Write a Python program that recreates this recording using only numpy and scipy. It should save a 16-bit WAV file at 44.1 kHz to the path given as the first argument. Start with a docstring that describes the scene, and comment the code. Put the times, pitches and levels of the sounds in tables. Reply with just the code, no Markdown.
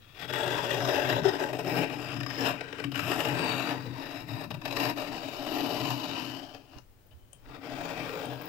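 """A blade scrapes thick frost off the wall of a freezer, close to the left microphone, over faint hum and hiss.
From the start crushed ice grains ring the wall, the blade and the air of the cabinet; the stroke slips and
sticks, and lumps of ice thud between about 1 and 3 s. Near 6.8 s the stroke pauses, fingers nudge the right
microphone in low bumps and crystals snap; near 7.4 s the scraping resumes further along, with late snaps.
Noise, sparse clicks and short bursts drive resonances; thuds and bumps are shaped sines."""
import sys
import numpy as np
from scipy import signal
from scipy.io import wavfile

SR = 44100
rng = np.random.default_rng(int(sys.argv[2]) if len(sys.argv) > 2 else 0)


def generate_wav(signal):
    """Clip the signal to [-1, 1] and save it as 16-bit WAV at the path in sys.argv[1]."""
    frames = np.transpose(np.atleast_2d(signal))
    scaled = np.clip(frames, -1, 1) * 32767
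    pcm = np.round(scaled).astype(np.int16)
    wavfile.write(sys.argv[1], SR, pcm)


N = 374364
T = np.arange(N) / SR
STEPS = np.arange(0, N, 128) / SR  # coarse times for slow controls, s


def gain_of(db):
    """Logarithmic level: decibels become an amplitude ratio."""
    return 10 ** (np.asarray(db) / 20)


def evened(x):
    """Normalization: the signal is scaled to an rms of one."""
    return x / np.sqrt(np.mean(x ** 2) + 1e-20)


def curve(points, t):
    """Linear interpolation of a table of times and values."""
    return np.interp(t, *np.transpose(points))


def read(points, hz):
    """Interpolation of a spectrum on a logarithmic frequency axis."""
    f, value = np.transpose(points)
    return np.interp(np.log(hz + 1), np.log(f + 1), value)


def wander(per_s, t):
    """Random modulation: normal deviates, per_s of them a second, joined by straight lines."""
    knots = rng.standard_normal(4000)
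    return np.interp(t * per_s, np.arange(len(knots)), knots)


def shuffled(x):
    """Decorrelation: the same grains push with random signs."""
    return x * rng.choice([-1., 1.], N)


def ring(x, hz, width, count=2):
    """Resonance with a peak gain of one; two passes give steep skirts."""
    b, a = signal.iirpeak(hz, hz / width, SR)
    for _ in range(count):
        x = signal.lfilter(b, a, x)
    return x


def spin(turns):
    """Phasor: a pointer of unit length that has made so many turns."""
    angle = (2 * np.pi * (turns % 1)).astype(np.float32)
    return np.cos(angle) + 1j * np.sin(angle)


def glide(x, hz, width):
    """Heterodyned resonance of moving pitch: shift to zero, smooth twice, shift back; complex result."""
    turn, r = spin(np.cumsum(hz) / SR), np.exp(-np.pi * width / SR)
    shifted = x * np.array([turn.real, -turn.imag])
    along, across = signal.lfilter([(1 - r) ** 2], [1, -2 * r, r * r], shifted)
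    return 2 * turn * (along + 1j * across)


def add(mix, s, sound):
    """Superposition: a sound is summed in from time s."""
    part = mix[..., round(s * SR):][..., :sound.shape[-1]]
    part += sound[..., :part.shape[-1]]


def placed(x, right_db):
    """Level difference between channels: the right gets the same wave scaled by right_db."""
    return np.array([x, gain_of(right_db) * x])


# spectrum of the background: pitch_hz, relative density_db (per Hz)
HUM_SPECTRUM = [(15, -15), (33, -8), (50, -30), (106, -11.5), (168, -29.5), (276, -27), (329, -29),
                (524, -32), (910, -37.5), (1830, -41), (8090, -49.5), (14500, -49.5), (15800, -39)]
# level difference of the background: pitch_hz, left_over_right_db
HUM_LEFT_OVER_RIGHT = [(30, 8.5), (60, -17), (130, 8), (640, 6), (3100, 5), (6800, 7), (12500, 6),
                       (14800, 11)]
# coherence of the two channels: pitch_hz, likeness (0-1)
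HUM_LIKENESS = [(30, 0.28), (130, 1), (290, 0.73), (640, 0.046)]
HUM_RMS_DB = -56.5  # over both channels


def hum():
    """Shaped noise of partial coherence: low appliance rumble and microphone hiss, lumpy under 70 Hz."""
    frames, hz = N // 512 + 5, np.fft.rfftfreq(2048, 1 / SR)
    t = np.arange(frames) * 512 / SR
    a, b, c, d = rng.standard_normal((frames, 1025, 4)).T
    likeness = np.clip(read(HUM_LIKENESS, hz), -1, 1)[:, None]
    left, other = a + 1j * b, c + 1j * d
    right = likeness * left + np.sqrt(1 - likeness ** 2) * other
    lumps_db = 3.1 * wander(10.0, t) * (hz < 70)[:, None]
    tilt_db = read(HUM_LEFT_OVER_RIGHT, hz)[:, None] / 2
    level_db = read(HUM_SPECTRUM, hz)[:, None] + lumps_db + np.array([tilt_db, -tilt_db])
    z = np.array([left, right]) * gain_of(level_db)
    noise = signal.istft(z, nperseg=2048, noverlap=1536)[1][:, :N]
    return gain_of(HUM_RMS_DB) * evened(noise)


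def cabinet(x):
    """Reverberation: a small hard-walled box answers with sparse taps that decay exponentially."""
    t = np.arange(SR // 5) / SR
    signs = rng.choice([-1., 1.], (2, len(t)))
    taps = signs * (rng.random((2, len(t))) < .05) * gain_of(-60 * t / 0.16)  # t60 0.16 s
    return signal.oaconvolve(x, taps / np.linalg.norm(taps[0]), axes=1)[:, :N]


# fingers nudge the right microphone: start_s, peak_db, pitch_hz, length_s
NUDGES = [(6.757, -38, 56.4, 0.02), (7.124, -46, 74.4, 0.066), (7.212, -50, 50, 0.047),
          (7.46, -42, 40, 0.05)]


def bumps():
    """Transient displacement: each bump is a windowed slow sine, on the right only."""
    out = np.zeros((2, N))
    for s, db, hz, length in NUDGES:
        t = np.arange(0, length, 1 / SR)
        window = signal.windows.tukey(len(t), .6)
        add(out[1], s, -gain_of(db) * np.sin(2 * np.pi * hz * t) * window)
    return out


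# single crystals snap: start_s, left peak_db, pitch_hz, width_hz
CRYSTAL_SNAPS = [(6.785, -42, 5540, 2200), (7.068, -46, 15000, 3000), (7.331, -34.5, 8550, 2560),
                 (8.256, -31.5, 8700, 2500), (8.417, -33, 15000, 1200), (8.457, -30, 15000, 1200)]


def snaps():
    """Impulsive fracture: a brief decaying noise burst excites a bright resonance."""
    out, t = np.zeros((2, N)), np.arange(SR // 5) / SR
    for s, db, hz, width in CRYSTAL_SNAPS:
        burst = rng.standard_normal(len(t)) * gain_of(-60 * t / 0.016)  # t60 0.016 s
        snap = ring(burst, hz, width)
        add(out, s, placed(gain_of(db) * snap / abs(snap).max(), -28.0))
    return out


# a lump of ice thuds on the wall: time_s, level_db (before rise and decay), pitch_hz, t60_s
ICE_THUDS = [(0.988, -16.5, 585, 0.1), (1.259, -4.5, 395, 0.089), (1.534, -19.5, 392, 0.07),
             (2.852, -26, 282, 0.38), (2.853, -25.5, 132, 0.47), (3.111, -5, 346, 0.027)]


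def thuds():
    """Damped free vibration: a sine swells over 9.1 ms while it decays exponentially."""
    out, t = np.zeros((2, N)), np.arange(SR // 5) / SR
    for s, db, hz, t60 in ICE_THUDS:
        envelope = gain_of(db - 60 * t / t60) * np.minimum(t / 0.0091, 1)
        add(out, s - .008, placed(envelope * np.sin(2 * np.pi * hz * t), -10.0))
    return out


# pressure of the stroke as the scrape level: time_s, level_db (before any ringing)
STROKE_LEVEL = [(0, -60.5), (.15, -52.5), (.21, -39.5), (.34, -34), (1.1, -31.5), (1.3, -34.5), (1.6, -41),
                (1.67, -35), (1.825, -32.5), (1.85, -40), (2.0, -40.5), (2.37, -36), (2.39, -29),
                (2.47, -28.5), (2.56, -41.5), (2.64, -46), (2.83, -42), (2.93, -39.5), (3.08, -31),
                (3.7, -31.5), (3.81, -42), (4.43, -42), (4.6, -45), (4.8, -32), (4.91, -33.5), (5.0, -39.5),
                (5.42, -43.5), (5.53, -35), (5.93, -40.5), (6.3, -43), (6.57, -56), (6.6, -62.5),
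                (6.66, -64.5), (6.785, -53), (6.81, -86), (7.32, -81), (7.35, -69), (7.4, -74),
                (7.43, -67.5), (7.47, -53.5), (7.55, -49), (7.72, -42), (8.0, -40), (8.49, -45.5)]
AVERAGE_STROKE_DB = -40


def pressure_db(t):
    """Relative level: how far the stroke is over an average one."""
    return curve(STROKE_LEVEL, t) - AVERAGE_STROKE_DB


# mode of the cabinet air: pitch_hz, width_hz, right_under_left_db
AIR_MODE = (128, 10, -10.5)
# mode of the wall panel: pitch_hz, width_hz, right_under_left_db
PANEL_MODE = (281.2, 70, -8.5)
# the hand heaves on the wall and the air booms: time_s, top_db (before BOOM_GAIN_DB)
HEAVE_SWELLS = [(.52, -39), (.83, -38), (1.22, -29), (1.77, -35.5), (2.19, -33.5), (2.47, -36.5),
                (3.1, -32), (3.3, -33.5), (3.53, -44), (3.9, -37.5), (4.35, -34.5), (4.539, -33),
                (4.87, -38.5), (5.87, -34.5), (8.0, -48), (8.27, -42)]
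# wall panel at an average stroke: time_s, level_db (before BOOM_GAIN_DB)
PANEL_CURVE = [(.3, -58), (1.3, -49), (1.9, -44), (2.4, -49.5), (3.0, -47.5), (3.5, -50), (3.9, -46),
               (4.8, -48), (5.5, -41.5), (6.3, -42.5), (7.5, -45.5)]
HEAVE_RISE_DB_PER_S, HEAVE_FALL_DB_PER_S = 93, 220
AIR_DB, AIR_PER_DB = -51, 0.78  # at an average stroke, before BOOM_GAIN_DB; dB per dB of pressure
BOOM_GAIN_DB = 5.0


def boom():
    """Forced resonance: jerks of the hand ring cabinet air and wall panel with the stroke; heaves swell the air."""
    s, top_db = np.transpose(HEAVE_SWELLS)[:, :, None]
    rise_db = HEAVE_RISE_DB_PER_S * np.maximum(s - STEPS, 0)
    fall_db = HEAVE_FALL_DB_PER_S * np.maximum(STEPS - s, 0)
    swell_db = (top_db - rise_db - fall_db).max(0)
    air = np.hypot(gain_of(AIR_DB + AIR_PER_DB * pressure_db(STEPS)), gain_of(swell_db))
    wall = gain_of(curve(PANEL_CURVE, STEPS) + pressure_db(STEPS))
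    out = np.zeros((2, N))
    for (hz, width, right_db), level, count in zip((AIR_MODE, PANEL_MODE), (air, wall), (1, 2)):
        impulses = rng.standard_normal(N) * (rng.random(N) < 1500 / SR)  # about 1500 a second
        jerks = ring(impulses, 1.118 * hz, 170)
        unit = np.std(ring(jerks, hz, width, count=count))
        driven = ring(jerks * np.interp(T, STEPS, level), hz, width, count=count)
        out += placed(driven / unit, right_db)
    return gain_of(BOOM_GAIN_DB) * out


# loose powder heaps on the blade: time_s, level_db (over the stroke, before SCRAPE_GAIN_DB)
POWDER_LEVEL = [(.1, -3), (.5, -8), (3.7, -10.5), (4.6, -4), (6.0, 9), (6.5, 6.5), (7.6, -2)]
POWDER_HZ, POWDER_WIDTH_HZ = 4570, 1870


def powder(drive):
    """Heavily damped response: loose powder has no ring of its own, only a wide hiss."""
    hiss = ring(drive * gain_of(curve(POWDER_LEVEL, T)), POWDER_HZ, POWDER_WIDTH_HZ)
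    return placed(hiss, -28.0)


CRYSTAL_LO_HZ, CRYSTAL_HI_HZ, CRYSTAL_WIDTH_HZ = 996, 5480, 108
CRYSTALS_PER_S = 2500  # average, all pitches together
CRYSTAL_DB, CRYSTAL_TILT_DB = 4, -10.5  # before SCRAPE_GAIN_DB; tilt spread over the pitches, low to high


def crystals(drive, count=14):
    """Random impulse excitation: some grains break off whole, each pinging at one of 14 pitches."""
    which, out = rng.integers(0, count, N), np.zeros(N)
    loose = drive * (rng.random(N) < CRYSTALS_PER_S / SR) * np.sqrt(SR / CRYSTALS_PER_S)
    for k, hz in enumerate(np.geomspace(CRYSTAL_LO_HZ, CRYSTAL_HI_HZ, count)):
        ping = ring(loose * (which == k), hz, CRYSTAL_WIDTH_HZ, count=1)
        out += gain_of(CRYSTAL_TILT_DB * k / count) * ping
    return placed(gain_of(CRYSTAL_DB) * np.sqrt(count) * out, -20.0)


# the blade's ring bends with its angle: time_s, pitch_hz, level_db (before SCRAPE_GAIN_DB)
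BLADE_RING = [(0, 3330, 16), (.36, 3380, 13), (.6, 3420, 10), (1.2, 3170, -2), (2.9, 2970, 10.5),
              (3.5, 2890, -1), (4.6, 2630, 7), (5.3, 2970, 14), (6.3, 2956, 22.5), (6.55, 3100, 18),
              (6.78, 2850, 17), (7.35, 3130, 26.5), (7.45, 3140, 6)]


def blade(drive, width=220):
    """Time-varying resonance: the pitch of the blade's ring follows its angle."""
    s, hz, db = np.transpose(BLADE_RING)
    tone = glide(drive * gain_of(np.interp(T, s, db)), np.interp(T, s, hz), width)
    return placed(tone.real, -27.0)


# the blade breaks free and crunches: start_s, level_db (of force), length_s
BLADE_SLIPS = [(0.277, -43, 0.029), (0.335, -29.5, 0.0094), (0.442, -34.5, 0.0064), (0.553, -35, 0.0052),
               (0.744, -27.5, 0.0035), (0.85, -41, 0.0051), (1.246, -37, 0.028), (1.529, -35.5, 0.0078),
               (1.589, -35, 0.01), (1.646, -41, 0.0061), (1.786, -33, 0.0097), (2.118, -32, 0.0049),
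               (2.164, -41, 0.009), (2.203, -33, 0.0086), (2.232, -32.5, 0.0064), (2.263, -34, 0.0089),
               (2.301, -35.5, 0.013), (2.608, -31.5, 0.0076), (2.728, -30, 0.0036), (2.783, -39.5, 0.011),
               (2.798, -32, 0.0078), (2.84, -25.5, 0.0081), (2.918, -32.5, 0.0088), (2.944, -31, 0.0048),
               (2.956, -26, 0.0043), (2.992, -33, 0.013), (3.249, -29.5, 0.0093), (4.505, -34, 0.013),
               (4.542, -36, 0.011), (4.615, -42, 0.0073), (4.654, -28, 0.009), (4.677, -37, 0.011),
               (4.708, -36.5, 0.007), (4.724, -33, 0.0068), (4.766, -27, 0.008), (4.8, -31, 0.0067),
               (5.904, -40, 0.018), (6.396, -52, .005), (6.493, -50, 0.004), (6.547, -45.5, .006),
               (7.111, -65.5, 0.027), (7.329, -59, 0.0072)]
# the blade hangs for an instant: centre_s, length_s, dip_db
BLADE_STICKS = [(0.272, 0.03, -16), (0.319, 0.0099, -20), (1.21, 0.015, -15), (1.227, 0.013, -9),
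                (1.521, 0.014, -10), (1.578, 0.011, -5), (1.626, 0.038, -6), (2.183, 0.012, -5),
                (2.245, 0.11, -8.5), (2.89, 0.097, -11), (4.245, 0.06, -8.5), (4.694, 0.066, -8.5),
                (4.747, 0.025, -6), (4.481, 0.051, -17), (4.529, 0.046, -25), (4.59, 0.099, -15),
                (4.939, 0.046, -19), (7.591, 0.06, -11)]


def crunch():
    """Stick-slip friction: crushed grains are dense clicks of uneven size, in clumps, slips and stalls."""
    grains = rng.standard_normal(N) * gain_of(3.08 * np.minimum(rng.exponential(1, N), 6))
    clumps = gain_of(2.0 * wander(150, T) + 1.46 * wander(45, T))
    force = gain_of(curve(STROKE_LEVEL, T)) * evened(clumps)
    for s, length, db in BLADE_STICKS:
        near = slice(max(round((s - length) * SR), 0), round((s + length) * SR))
        force[near] *= gain_of(db * np.exp(-((T[near] - s) / (length / 2)) ** 4))
    t = np.arange(SR // 10) / SR
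    for s, db, length in BLADE_SLIPS:  # sudden start, a sagging hold, a quick end
        hold_db = db - 5 * t / length - 44000 * np.maximum(t - length, 0)
        add(force, s - .001, gain_of(hold_db) * np.minimum(t / 0.00048, 1))
    return evened(grains) * force


DRIFT, DRIFT_PER_S = .014, 12  # share by which a mode's pitch typically strays, and how often


def mode(drive, hz, width, db, right_db):
    """Modal response under a shifting contact: pitch and level stray, and phase drifts at the right."""
    pitch = hz * (1 + DRIFT * wander(DRIFT_PER_S, T))
    level = gain_of(db + 2.65 * wander(7, STEPS))
    x = glide(drive * np.interp(T, STEPS, level), pitch, width)
    phase = min(hz / 1200, 1) * (2.1 * rng.standard_normal() + 0.67 * wander(14, STEPS))  # radians
    turned = x * spin(np.interp(T, STEPS, phase / (2 * np.pi)))
    return np.array([x.real, gain_of(right_db) * turned.real])


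# where the blade is along the wall: time_s, place (0-4)
BLADE_PLACE = [(0, 2.23), (.4, 0), (1.3, 0), (1.9, 1.28), (2.4, 2.63), (2.7, 0.5), (3, 2.1), (3.4, 1.5),
               (3.75, 2.5), (4.4, 2), (7.36, 2), (7.4, 4)]
# what the scraping rings: pitch_hz, width_hz, level_db at places 0 to 4 (five columns), right_under_left_db
BODY_MODES = [(163.5, 31, 24.5, 27, 17, 13, 20, -4.5), (386, 127, 27.5, 23.5, 7.5, 11, 1, -7.5),
              (474.6, 93, 25, 24.5, 10.5, 22, 16, -8.5), (559, 77, 28.5, 16.5, 7.5, 10, 11.5, -0.5),
              (655, 182, 28.5, 22.5, 17, 11, 15, -5.5), (850, 103, 24, 23, 10, 15, 9.5, -23.5),
              (970, 160, 23.5, 14, 15, 15, 11, -6.5), (1270, 390, -6, -3, 4.5, -12, 6, -7),
              (1563, 177, 17.5, 13, 9.5, 9, 15.5, -19.5), (1729, 57, 12, 3, 12, 14, 6, -10),
              (1863, 194, 9.5, 9, 5.5, 7, 6, -18.5), (2346, 406, -4, 8.5, 5.5, 2, 9.5, -23),
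              (2680, 515, 7.5, 7, 12, -8, 7, -15.5), (3430, 600, 1.5, -14, -8, -3, 1, -22),
              (3859, 223, 6.5, 5, 10, 0, 5, -22.5), (4600, 220, -10, 3, -1.5, 5, -2, -26.5),
              (5095, 380, 4.5, 9.5, 6.5, 1, 7, -19), (5820, 520, -3, -13, -9.5, -6, -6, -29.5)]
# the fine grains' own ring: pitch_hz, width_hz, level_db at places 0 to 4 (five columns), right_under_left_db
FINE_MODES = [(7000, 1170, -6, -8.5, -3.5, -11, -7.5, -25), (8210, 480, -4.5, -3.5, -3, -17, -5.5, -54),
              (9840, 1800, -19, -18.5, -13.5, -20, -13, -43), (11900, 1600, -18, -14, -29, -3, -17, -45),
              (12900, 1440, -1, -2, 5.5, -13, -13, -45), (15160, 880, -8, -4, -6.5, 0, -4, -34)]
# modes under 1.1 kHz: time_s, level_db
LOW_LEVEL = [(.9, -13.5), (1.9, -4.5), (2.3, -8), (2.5, -1), (2.7, -18), (3.03, -9.5), (3.12, -4), (5.3, 0),
             (5.6, 3.5), (6.4, 2), (8.2, 2)]
# modes from 3.6 to 4.9 kHz, felt twice over by the upper one: time_s, level_db
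GLINT_LEVEL = [(.7, -1), (1.0, -0.5), (3.2, -8.5), (3.5, 5.5), (3.72, 1), (3.85, 1.5), (4.5, 1.5),
               (6.1, 3.5), (6.35, -14), (7.5, 0)]
# modes from 4.9 to 5.5 kHz: time_s, level_db
RASP_LEVEL = [(.4, -7.5), (1.1, -0.5), (1.55, -4), (1.72, 1), (1.9, -6), (2.35, 3), (2.65, -14.5),
              (3.1, -5), (3.3, -7), (3.5, -24), (3.85, -1), (4.9, -1), (6.2, -18), (6.45, -14), (7.5, -10)]
# fine grains, felt in full over 11 kHz: time_s, level_db
SHEEN_LEVEL = [(1.2, -5.5), (1.75, -0.5), (2.0, -10), (2.48, -7), (2.65, -14.5), (3.1, -9), (4.3, -4.5),
               (4.9, -4.5), (5.6, -1), (5.92, 3), (6.15, -4), (6.35, -1), (7.5, 3), (8.3, 7)]
SHEEN_LOW = 0.27  # share of the sheen's dB felt under 11 kHz
FINE_DB, FINE_PER_DB = -4, 0.2552  # a harder stroke grinds more fine grains: dB per dB of pressure
SCRAPE_GAIN_DB = 2.0


def scrape():
    """Modal superposition: the crunch rings each mode as strongly as the blade's place couples to it."""
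    drive = crunch()
    place = curve(BLADE_PLACE, STEPS)
    fine_db = FINE_DB + FINE_PER_DB * pressure_db(STEPS)
    low_db, glint_db = curve(LOW_LEVEL, STEPS), curve(GLINT_LEVEL, STEPS)
    rasp_db, sheen_db = curve(RASP_LEVEL, STEPS), curve(SHEEN_LEVEL, STEPS)
    out = blade(shuffled(drive)) + crystals(drive) + powder(shuffled(drive))
    for k, (hz, width, *couple_db, right_db) in enumerate(BODY_MODES + FINE_MODES):
        db = np.interp(place, np.arange(5), couple_db)
        if hz < 1100:
            db = db + low_db
        if 3600 < hz < 4900:
            db = db + glint_db * (2 if hz > 4300 else 1)
        if 4900 < hz < 5500:
            db = db + rasp_db
        if k >= len(BODY_MODES):
            db = db + fine_db + sheen_db * (1 if hz > 11000 else SHEEN_LOW)
        push = shuffled(drive) if hz > 3600 else drive
        out = out + (-1) ** k * mode(push, hz, width, db, right_db)  # neighbours in opposite phase
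    highpass = signal.butter(2, 130, "high", fs=SR)
    return gain_of(SCRAPE_GAIN_DB) * signal.lfilter(*highpass, out)


def scene():
    """Superposition of direct and reverberant sound: scraping and knocks in the cabinet, over the hum."""
    near = scrape() + boom() + thuds() + snaps() + bumps()
    return near + gain_of(-6.5) * cabinet(near) + hum()


def record(dry):
    """Band limiting: a linear-phase lowpass at 15.85 kHz."""
    lowpass = signal.firwin(511, 15850, window=("kaiser", 9), fs=SR)
    return signal.oaconvolve(dry, lowpass[None], "same")


dry = scene()
out = record(dry)
generate_wav(out)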